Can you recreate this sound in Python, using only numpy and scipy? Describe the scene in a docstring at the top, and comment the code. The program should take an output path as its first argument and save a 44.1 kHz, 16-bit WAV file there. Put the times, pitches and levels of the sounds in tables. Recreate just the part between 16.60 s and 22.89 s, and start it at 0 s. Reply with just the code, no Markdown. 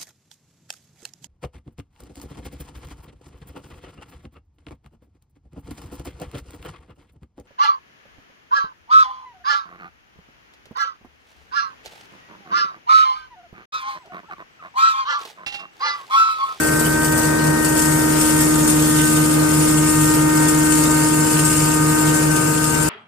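"""A belt-driven grain mill hums, whines and shudders from the start, its tones locked to a four-armed rotor.
Kernels burst in its steel chamber as a dense, bright hiss of random ticks, with snaps and ricochets on top.
Grain pours from a bowl in a thin stream with larger slides; its drumming on the hopper soon fades under the heap.
Near two seconds the rotor sags under load and its whine flutters more; near three the bowl is raised.
Throughout, a hand-held microphone drifts through the standing waves of a hard-walled workshop."""
import sys
import numpy as np
from scipy import signal
from scipy.fft import rfft, irfft, next_fast_len
from scipy.io import wavfile
from scipy.ndimage import uniform_filter1d, map_coordinates

SR = 44100
rng = np.random.default_rng(int(sys.argv[2]) if len(sys.argv) > 2 else 0)


def transcribe(signal):
    """Save signal, clipped to [-1, 1], as a 16-bit WAV file at the path in sys.argv[1]."""
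    frames = np.atleast_2d(signal).T
    limited = np.clip(frames, -1, 1)
    pcm = np.round(limited * 32767).astype(np.int16)
    wavfile.write(sys.argv[1], SR, pcm)


N = 277389  # length in samples

# In all tables pan_db is left minus right, and lead_rad is the phase by which the left port leads.
# Colours give density_db, a relative level per Hz: each coloured sound is levelled afterwards.

# balance of the two microphone ports: pitch_hz, pan_db
PORT_BALANCE = [(200, -0.5), (300, -11.5), (550, -1.5), (800, 0.5), (2000, 1.5), (6400, 1), (7500, 6),
                (9000, 10.5), (10600, -1.5), (12000, -5), (13000, -15), (15000, -7)]
# likeness of diffuse sound at the two ports: pitch_hz, correlation (-1 to 1)
PORT_LIKENESS = [(100, 0.9), (210, 1), (300, -0.032), (430, 0.16), (630, -0.59), (800, -0.45), (1100, 0.38),
                 (1450, -0.015), (1900, -0.022), (2500, -0.028), (4000, 0.083), (10000, 0.06)]
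TOP_HZ = 15550  # band limit of the output

# rotor speed, which sags once the poured grain reaches the arms: start_s, speed_turns_per_s
ROTOR_SPEED = [(0, 77.27), (0.6, 77.47), (1.5, 77.26), (2.05, 76.72), (2.6, 76.78), (3.4, 76.95),
               (4.8, 76.86), (5.3, 76.96), (6.29, 77.03)]
ARMS = 4
# hum of the passing arms: start_s, level_db (before HUM_GAIN_DB), pan_db
HUM_LEVELS = [(0.05, -24.5, 2.5), (1.44, -21.5, 2), (1.83, -19, 1.5), (2.53, -19.5, 1.5),
              (4.13, -18.5, 1.5), (5.05, -22.5, 2), (5.39, -20, 2), (6.06, -24.5, 5), (6.2, -26, 17)]
HUM_GAIN_DB, HUM_LEAD_RAD = 1.5, -0.94

# overtones of the arms, pushed from port to port by the room's standing waves as the microphone moves:
# start_s, left_db, right_db (both before WHINE_GAIN_DB)
THIRD_OVERTONE = [(0.0, -40, -62), (0.37, -28, -34), (1.65, -26.5, -35), (2.0, -33, -35.5),
                  (2.47, -39, -33), (2.92, -32, -35), (3.07, -41.5, -36), (3.52, -26.5, -34),
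                  (4.94, -27.5, -39), (6.29, -29, -42)]
FOURTH_OVERTONE = [(0.0, -42.5, -31.5), (0.52, -33.0, -34), (0.97, -40, -35), (1.27, -35.5, -38),
                   (2.39, -33.5, -31.5), (3.52, -31, -34), (5.24, -34.5, -28), (6.06, -29, -37),
                   (6.29, -36, -41)]
FIFTH_OVERTONE = [(0.0, -22.5, -29), (0.4, -26, -26.5), (1.4, -31, -34), (1.78, -30, -38), (1.9, -48, -32),
                  (2.25, -46, -35), (2.45, -49, -25), (2.84, -29, -41), (2.99, -40, -31.5),
                  (3.37, -33, -37), (3.59, -30.5, -38), (4.12, -26.5, -45), (4.27, -41, -28),
                  (5.46, -28, -36), (6.29, -26, -49)]
SIXTH_OVERTONE = [(0.0, -52, -27.5), (0.45, -30, -36), (0.97, -26, -52), (1.45, -29, -49),
                  (1.82, -40, -28.5), (1.95, -40, -40), (2.45, -33.5, -35), (2.95, -37, -37),
                  (3.14, -54.0, -31.5), (3.9, -54, -30), (4.19, -54, -34), (5.24, -53, -35),
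                  (5.62, -46, -31), (5.84, -40, -51), (6.29, -44, -45)]
SEVENTH_OVERTONE = [(0.0, -44, -45), (0.8, -46, -60), (1.42, -40, -56), (1.8, -37.5, -42),
                    (2.6, -41.5, -43), (3.14, -38, -50), (3.4, -44, -47), (3.75, -42, -40),
                    (4.0, -35.5, -44), (4.56, -37, -52), (5.65, -43, -40), (6.29, -43, -43)]
WHINE_GAIN_DB = 0.4
# phase between the ports as the microphone crosses a node: start_s, sixth_lead_rad, seventh_lead_rad
NODE_PHASES = [(0, -1.3, 1.5), (1.5, -1.7, 1.7), (2.3, -0.9, 2.9), (2.7, -3, 2), (2.95, -3.5, 2.4),
               (3.2, -1.8, 1.3), (6.29, -2, 2.1)]

# weaker tones of the shaft: multiple_of_speed, level_db (at mid-scene),
# drift_db_per_s (as the microphone moves), pan_db, lead_rad
SHAFT_TONES = [(1, -37.5, -0.5, -0.5, 0.2), (5, -39, -1, -27, 1), (6, -35, 0.5, 9, 1.17),
               (8, -35.5, -1, 2, -2.5), (32, -44.5, -0.1, 2, 4)]
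# shaking of the frame at twice the rotor speed: start_s, rotor_level_db, motor_share (of the rotor's part)
FRAME_SHUDDER = [(0.05, -28, 0.33), (.21, -26, .2), (.38, -28, 0.8), (.6, -30, 0.73), (.88, -23, 0.7),
                 (1.08, -32.5, .9), (1.3, -25, 0.72), (1.6, -29.5, 0.66), (1.85, -24.5, 0.39),
                 (2.1, -26, 0.45), (2.27, -22.5, .25), (2.48, -24.5, .5), (2.68, -22.3, 0.31),
                 (3.0, -22.3, .6), (3.31, -23.5, 0.67), (3.73, -24.5, 0.43), (4.15, -24.5, 0.16),
                 (4.45, -24.5, 0.29), (4.69, -24, 0.66), (5.13, -22.5, 0.34), (5.37, -24, 0.74),
                 (5.7, -23, .5), (5.85, -27, 0.45), (6.0, -25.5, .15), (6.29, -25, .25)]
# the motor falls behind the rotor as the belt slips: start_s, beats_count (each whole number is a lull)
BELT_BEATS = [(.05, 0), (.385, 2), (.59, 3), (.78, 4), (1.2, 6), (1.44, 7), (1.9, 9), (2.09, 10), (2.5, 12),
              (3.08, 15), (3.53, 17), (4.1, 20), (4.69, 23), (4.93, 24), (5.14, 25), (5.39, 26), (5.58, 27),
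              (5.81, 28), (6.29, 31)]
# drone at three times the rotor speed: start_s, level_db (before its pulsing)
DRONE_LEVELS = [(0, -33), (.3, -29.5), (1.1, -33), (2.4, -31), (3.1, -34), (4.7, -37), (5.7, -38),
                (6.2, -35)]
# tones of motor, belt and bearings: pitch_hz (at the mean rotor speed), level_db
DRIVE_TONES = [(53.7, -42), (104.7, -44), (107.2, -45), (119.5, -44), (134.4, -45), (136.7, -37),
               (164.4, -43.5), (166.5, -40), (179, -43), (253.5, -44.5), (286, -43.5), (291, -42),
               (429, -50), (476, -43.5), (597, -49.5), (1375, -42.5)]

# colour of the air churned by the rotor: pitch_hz, density_db
AIR_RUSH = [(20, -26), (45, -17), (100, -8), (150, -3), (195, -8), (290, 2), (380, -4), (480, -2),
            (700, -6), (1000, -10), (1500, -7), (2000, -18.5), (2850, -27), (4000, -39.5), (6000, -19.5),
            (9000, -29.5)]
AIR_DB = -25

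# how hard the grain is being ground: start_s, level_db
GRIND_LEVELS = [(0, -24), (.2, -25), (.37, -28), (.47, -27), (.65, -24), (.72, -27.5), (.88, -25.5),
                (.97, -28.5), (1.17, -21.5), (1.3, -23.3), (1.5, -23), (1.65, -20), (1.9, -22),
                (2.1, -21.5), (2.48, -20.7), (2.6, -24), (2.95, -22.5), (3.27, -22), (3.45, -22),
                (3.7, -23.5), (4.05, -21.5), (4.44, -21), (4.58, -22), (4.78, -19.5), (5.0, -19.5),
                (5.25, -23), (5.45, -22), (5.8, -22.3), (6.29, -23.5)]
# colour of shattering grain: pitch_hz, density_db
GRIT_COLOUR = [(1500, -20), (3000, -14), (3900, -19.5), (4500, -12), (5400, -12.5), (6100, -14),
               (7200, -5.5), (7600, -7.5), (8200, -4), (9200, -3.6), (10500, -13.5), (11100, -15),
               (11550, -17), (12400, -12), (13100, -18.5), (14200, -15), (15000, -22.5)]
# ringing modes of the steel chamber, relative to the grit, before their power is doubled:
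# pitch_hz, width_hz, early_pour_db, late_pour_db, bowl_raised_db
STEEL_MODES = [(2710, 43, 6, 3, 4.5), (3670, 39, 6, 8, 3), (5240, 140, -14, -2, -1), (6480, 104, 0, 4, 3.5),
               (7000, 70, 1, -11, -8), (7440, 75, -4, -1, 0.5), (7930, 220, 2.5, -6.5, 2.5),
               (8670, 120, 4, -23, -2), (8830, 38, -5, -0.5, -1), (9380, 91, 0, -16, -4.5),
               (11200, 130, -8, -15, 3), (12000, 130, 5, 5, -12), (12300, 220, 3, -3, -3),
               (13520, 120, 3, 0, 6), (14020, 80, -8, 0, -3)]
# when each of those three colours is fully reached: start_s
STAGE_TIMES = [0.45, 2.32, 4.5]

# colour of coarse grain crushed between the arms and the casing: pitch_hz, density_db
CRUNCH_COLOUR = [(1200, -15), (2000, 0), (2900, 1), (3900, -3.5), (5000, -2.5), (6500, -7), (9000, -17)]
CRUNCH_DB, CRUNCH_FOLLOWS_FEED = -35, 0.19  # level at the average feed; dB per dB of feed

# whole kernels that ricochet off the steel; the level is relative to the feed
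RICOCHETS_PER_S, RICOCHET_DB, RICOCHET_SPREAD_DB = 130, -12, 3.5
RICOCHET_HZ, RICOCHET_SPREAD_OCTAVES, RICOCHET_T60_S = 7700, 0.2, 0.016

# colour of falling grain drumming on the steel hopper: pitch_hz, density_db
HOPPER_COLOUR = [(250, -40), (400, -2), (560, 6), (720, 0), (1100, -9), (2300, -19.5), (4000, -40)]
HOPPER_DB, HOPPER_COVERED_S, HOPPER_FADE_DB_PER_S = -32, 0.86, 7

# colour of dry grain sliding onto the heap: pitch_hz, density_db
RUSTLE_COLOUR = [(2000, -6), (5000, -53), (8000, -5), (10000, 4), (12000, 2), (14000, 3), (15500, -19)]
# thin stream between the slides, until the bowl is raised
STREAM_DB, STREAM_END_S, STREAM_FADE_DB_PER_S = -41, 2.85, 75
# clumps that slide out of the bowl: peak_s, level_db
BOWL_SLIDES = [(.25, -28.5), (.52, -37), (1.08, -36), (1.38, -30)]
SLIDE_RISE_DB_PER_S, SLIDE_FALL_DB_PER_S = 83, 82

# hard kernels that crack: start_s, level_db (before CRACK_GAIN_DB)
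HARD_KERNELS = [(.195, -9.5), (.249, -10.5), (.432, -14), (0.446, -8), (.521, -11.5), (.576, -9.5),
                (.631, -14.5), (.649, -15), (.84, -11), (.868, -13), (1.047, -6), (1.174, -10),
                (1.191, -6.5), (1.22, -7.5), (1.612, -6.5), (1.806, -6), (1.986, -11), (2.076, -6),
                (2.098, -6.5), (3.772, -10), (3.884, -6), (4.122, -6), (4.189, -13), (4.236, -6),
                (4.346, -9), (4.667, -11), (4.793, -8.5), (4.849, -9), (5.007, -17), (5.271, -24),
                (5.295, -11.5), (5.413, -12), (5.544, -13), (5.629, -19), (5.762, -7.5), (6.041, -6.5),
                (6.142, -14), (6.225, -9)]
CRACK_GAIN_DB = -9.0


def amp(db):
    """Decibels to gain."""
    return 10 ** (np.asarray(db) / 20)


def unit(x):
    """Bring x to rms 1."""
    return x / np.sqrt(np.mean(x ** 2) + 1e-20)


def along(points, hz):
    """Join (Hz, value) points on a log frequency axis."""
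    f, v = np.transpose(points)
    return np.interp(np.log(hz + 1), np.log(f + 1), v)


def curves(rows):
    """Draw one automation curve, a value per sample, for each column after the time."""
    s, *columns = np.transpose(rows)
    return [np.interp(np.arange(N) / SR, s, column) for column in columns]


def wobble(rate):
    """A smooth random curve with rate knots a second."""
    steps = np.arange(0, N, 64)  # a coarse grid is smooth enough
    knots = rng.standard_normal(int(N * rate / SR) + 4)
    return np.interp(np.arange(N), steps, map_coordinates(knots, [steps * rate / SR]))


def filtered(x, response):
    """Filter x by a gain that depends on frequency."""
    m = next_fast_len(N + SR // 2)
    spectrum = rfft(x, m)
    return irfft(spectrum * response(np.fft.rfftfreq(m, 1 / SR)), m)[..., :N]


def sides(pan_db):
    """Left and right gains that keep the power."""
    gains = amp(np.array([[.5], [-.5]]) * pan_db)
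    return gains / np.sqrt(np.mean(gains ** 2, axis=0))


def diffuse(pair, colour):
    """Two unrelated signals become one coloured, diffuse stereo sound of rms 1."""
    def mid_side_gains(hz):
        turn = np.arccos(np.clip(along(PORT_LIKENESS, hz), -1, 1)) / 2
        return colour(hz) * np.array([np.cos(turn), np.sin(turn)])

    mid, side = filtered(pair, mid_side_gains)
    left_right = np.array([mid + side, mid - side])
    return unit(filtered(left_right, lambda hz: sides(along(PORT_BALANCE, hz))))


def tone(angle, pan_db, lead, flutter, flutter_rate):
    """A stereo tone, rms 1 before panning, whose strength and phase flutter with the turbulence."""
    unsteady = 1 + flutter * (wobble(flutter_rate) + 1j * wobble(flutter_rate))
    note = unsteady * np.exp(1j * (angle + rng.uniform(0, 2 * np.pi)))
    port_phase = np.exp(1j * np.array([[.5], [-.5]]) * lead)
    return sides(pan_db) * unit(np.real(note * port_phase))


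def spray(blows, t60):
    """The power of each blow dies away by 60 dB in t60 seconds as its fragments scatter."""
    t = np.arange(SR // 4) / SR
    return signal.fftconvolve(blows, amp(-60 * t / t60) ** 2)[:N]


def patter(blows_per_s, size_db, t60):
    """Power, of mean 1, of blows at random times and in random sizes."""
    sizes = amp(size_db * np.clip(rng.standard_normal(N), -2, 2)) ** 2
    blows = (rng.random(N) < blows_per_s / SR) * sizes
    bursts = spray(blows, t60)
    return bursts / np.mean(bursts)


def shatter(power, colour, fragments_per_s):
    """Tiny fragments tick so densely that they merge into a sizzle of the given power."""
    hits = rng.random((2, N)) < fragments_per_s / SR
    ticks = hits * rng.standard_normal((2, N))
    return diffuse(ticks * np.sqrt(np.abs(power)), colour) * np.sqrt(np.mean(np.abs(power)))


def patchy(x, depth_db, width_hz, life_s):
    """Patches of the spectrum swell and fade on their own; the result has rms 1."""
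    hz, s, z = signal.stft(x, SR, nperseg=1024)
    field = rng.standard_normal(z.shape[1:])
    field = uniform_filter1d(field, size=max(1, round(width_hz / hz[1])), axis=0)
    field = uniform_filter1d(field, size=max(1, round(life_s / s[1])), axis=1)
    _, patched = signal.istft(z * amp(depth_db * unit(field)), nperseg=1024)
    return unit(patched[:, :N])


def hum(angle):
    """The arms pass four times a turn and make a strong, low note."""
    level_db, pan_db = curves(HUM_LEVELS)
    note = tone(ARMS * angle, pan_db, HUM_LEAD_RAD, flutter=0.04, flutter_rate=33)
    return amp(level_db + HUM_GAIN_DB) * note


def overtone(angle, levels, order, lead):
    """A multiple of the arm rate with a level for each port; it flutters more once grain loads the rotor."""
    flutter = np.interp(np.arange(N) / SR, [1.5, 2.0], [0.09, 0.27])
    note = tone(order * ARMS * angle, 0, lead + 0.2 * wobble(2.22), flutter=flutter, flutter_rate=20)
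    return amp(WHINE_GAIN_DB + np.array(curves(levels)) + 0.64 * wobble(9.6)) * note


def whine(angle):
    """Five overtones of the arms make the whine."""
    sixth_lead, seventh_lead = curves(NODE_PHASES)
    return (overtone(angle, THIRD_OVERTONE, order=3, lead=-1.36)
            + overtone(angle, FOURTH_OVERTONE, order=4, lead=0)
            + overtone(angle, FIFTH_OVERTONE, order=5, lead=-0.21)
            + overtone(angle, SIXTH_OVERTONE, order=6, lead=sixth_lead)
            + overtone(angle, SEVENTH_OVERTONE, order=7, lead=seventh_lead))


def rotor(angle):
    """The weaker tones turn at whole multiples of the shaft speed."""
    from_middle_s = (np.arange(N) - N / 2) / SR
    total = 0
    for order, level_db, drift_db, pan_db, lead in SHAFT_TONES:
        note = tone(round(order) * angle, pan_db, lead, flutter=0.1, flutter_rate=12)
        total = total + amp(level_db + drift_db * from_middle_s) * note
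    return total


def shudder(angle):
    """Rotor and motor shake the frame in and out of step, so it throbs about five times a second."""
    rotor_db, motor_share = curves(FRAME_SHUDDER)
    beats, = curves(BELT_BEATS)
    throb = 1 - motor_share * np.exp(-2j * np.pi * beats)  # rotor minus the lagging motor
    note = tone(2 * angle + np.angle(throb), 0, 0.33, flutter=0.051, flutter_rate=5.6)
    return amp(rotor_db) * np.abs(throb) * note


def drone(angle):
    """A tone at three times the rotor speed swells a little in each lull of the shudder."""
    level_db, = curves(DRONE_LEVELS)
    beats, = curves(BELT_BEATS)
    note = tone(3 * angle, -1, -1.5, flutter=0.1, flutter_rate=12)
    return amp(level_db + 1.5 * np.cos(2 * np.pi * beats)) * note


def drive(angle, speed):
    """Faint tones of motor, belt and bearings follow the rotor's changes of speed."""
    clock = angle / np.mean(speed)
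    return sum(amp(level_db) * tone(hz * clock, 0, 0.075, flutter=0.49, flutter_rate=2.86)
               for hz, level_db in DRIVE_TONES)


def air(angle, chop):
    """Air rushes through the chamber, its upper part chopped by each passing arm."""
    rush = diffuse(rng.standard_normal((2, N)), lambda hz: amp(along(AIR_RUSH, hz)))
    upper = filtered(rush, lambda hz: hz ** 4 / (hz ** 4 + 700 ** 4))  # high-pass at 700 Hz
    chopped = rush + chop * np.cos(ARMS * angle) * upper
    return amp(AIR_DB + 1.2 * wobble(8.6)) * unit(chopped)


def chamber(hz, stage, ripple_db=4.3, spacing=40):
    """Breaking grain excites the steel's strong modes and a random ripple of countless weak ones."""
    ring = sum(amp(db[stage]) ** 2 / (1 + (2 * (hz - centre) / width) ** 2)
               for centre, width, *db in STEEL_MODES)
    ripple = map_coordinates(rng.standard_normal(size=2048), [hz / spacing], order=1)
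    return amp(along(GRIT_COLOUR, hz) + ripple_db * ripple) * np.sqrt(1 + 2 * ring)


def in_chamber(power, fragments_per_s):
    """The ring of the chamber shifts colour as the bowl and the heap cover and uncover the inlet."""
    t = np.arange(N) / SR
    total = 0
    for stage, peak in enumerate(np.eye(len(STAGE_TIMES))):
        share = np.interp(t, STAGE_TIMES, peak)  # crossfade between stages
        total = total + shatter(power * share, lambda hz: chamber(hz, stage), fragments_per_s)
    return total


def grinding(dust_share):
    """Kernels burst at random over a sandy stream of meal and strike parts of the steel, whose ring drifts."""
    feed_db, = curves(GRIND_LEVELS)
    dust = np.clip(dust_share, 0, 1)
    bursts = dust + (1 - dust) * patter(blows_per_s=190, size_db=2.5, t60=0.14)
    power = amp(feed_db + 0.68 * wobble(9.4)) ** 2 * bursts + cracks()
    fragments = in_chamber(power, fragments_per_s=20000)
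    sizzle = patchy(fragments, depth_db=1.5, width_hz=790, life_s=0.025)
    drifting = patchy(sizzle, depth_db=1.4, width_hz=50, life_s=0.4)
    return np.sqrt(np.mean(power)) * drifting


def crunch():
    """Coarse pieces crush in quick, gritty snaps below the sizzle, in a restless colour."""
    feed_db, = curves(GRIND_LEVELS)
    snaps = patter(blows_per_s=300, size_db=3, t60=0.07)
    grit = shatter(snaps, lambda hz: amp(along(CRUNCH_COLOUR, hz)), fragments_per_s=12000)
    uneven = patchy(grit, depth_db=4, width_hz=350, life_s=0.035)
    return amp(CRUNCH_DB + CRUNCH_FOLLOWS_FEED * (feed_db - feed_db.mean())) * uneven


def ricochets(count=4):
    """Whole kernels bounce off the steel; each tick rings a few short modes of its own."""
    feed_db, = curves(GRIND_LEVELS)
    t = np.arange(round(RICOCHET_T60_S * SR)) / SR
    starts = np.flatnonzero(rng.random(N) < RICOCHETS_PER_S / SR)
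    ticks = np.zeros((2, N + len(t)))
    for start in starts:
        hz = RICOCHET_HZ * 2 ** (RICOCHET_SPREAD_OCTAVES * rng.standard_normal((count, 1)))
        size = amp(RICOCHET_SPREAD_DB * np.clip(rng.standard_normal(), -2, 2))
        modes = np.sin(2 * np.pi * hz * t) * amp(-60 * t / RICOCHET_T60_S)
        mode_gains = rng.uniform(-1.08, 1, (2, count))  # left and right drawn apart
        ticks[:, start:start + len(t)] += size * mode_gains @ modes
    at_ports = filtered(ticks[:, :N], lambda hz: sides(along(PORT_BALANCE, hz)))
    return amp(feed_db + RICOCHET_DB) * unit(at_ports)


def hopper():
    """Clumps of grain drum dully on the hopper, ever more quietly once the growing heap covers it."""
    covered_s = np.maximum(np.arange(N) / SR - HOPPER_COVERED_S, 0)
    level_db = HOPPER_DB - HOPPER_FADE_DB_PER_S * covered_s
    clumps = patter(blows_per_s=150, size_db=1.5, t60=0.078)
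    return amp(level_db) * shatter(clumps, lambda hz: amp(along(HOPPER_COLOUR, hz)), fragments_per_s=2700)


def pouring():
    """Grain runs from the bowl in a thin stream, with a few larger slides, and rustles onto the heap."""
    t = np.arange(N) / SR
    flow = amp(STREAM_DB - STREAM_FADE_DB_PER_S * np.maximum(t - STREAM_END_S, 0))
    for s, level_db in BOWL_SLIDES:
        below_peak_db = np.maximum(SLIDE_RISE_DB_PER_S * (s - t), SLIDE_FALL_DB_PER_S * (t - s))
        flow = np.hypot(flow, amp(level_db - below_peak_db))  # powers add
    clumps = patter(blows_per_s=300, size_db=4.5, t60=0.06)
    return flow * shatter(clumps, lambda hz: amp(along(RUSTLE_COLOUR, hz)), fragments_per_s=12000)


def cracks():
    """Power of the hard kernels that snap against the arms and scatter: a brief snap and a longer spray."""
    blows = np.zeros(N)
    for s, level_db in HARD_KERNELS:
        blows[round(s * SR)] = amp(level_db + CRACK_GAIN_DB) ** 2
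    return spray(blows, t60=0.11) + 0.5 * spray(blows, t60=0.004)


def scene():
    """Mix the machine's tones, the air and the grain."""
    speed, = curves(ROTOR_SPEED)
    angle = 2 * np.pi * np.cumsum(speed) / SR  # of the shaft, in radians
    tones = hum(angle) + whine(angle) + rotor(angle) + shudder(angle) + drone(angle) + drive(angle, speed)
    grain = grinding(dust_share=0.57) + crunch() + ricochets() + hopper() + pouring()
    return tones + air(angle, chop=0.55) + grain


def record(dry):
    """A soft limiter rounds off the highest peaks, then a steep low-pass removes all above the band limit."""
    rounded = dry / (1 + np.abs(dry / .88) ** 8) ** (1 / 8)
    return filtered(rounded, lambda hz: hz < TOP_HZ)


dry = scene()
out = record(dry)
transcribe(out)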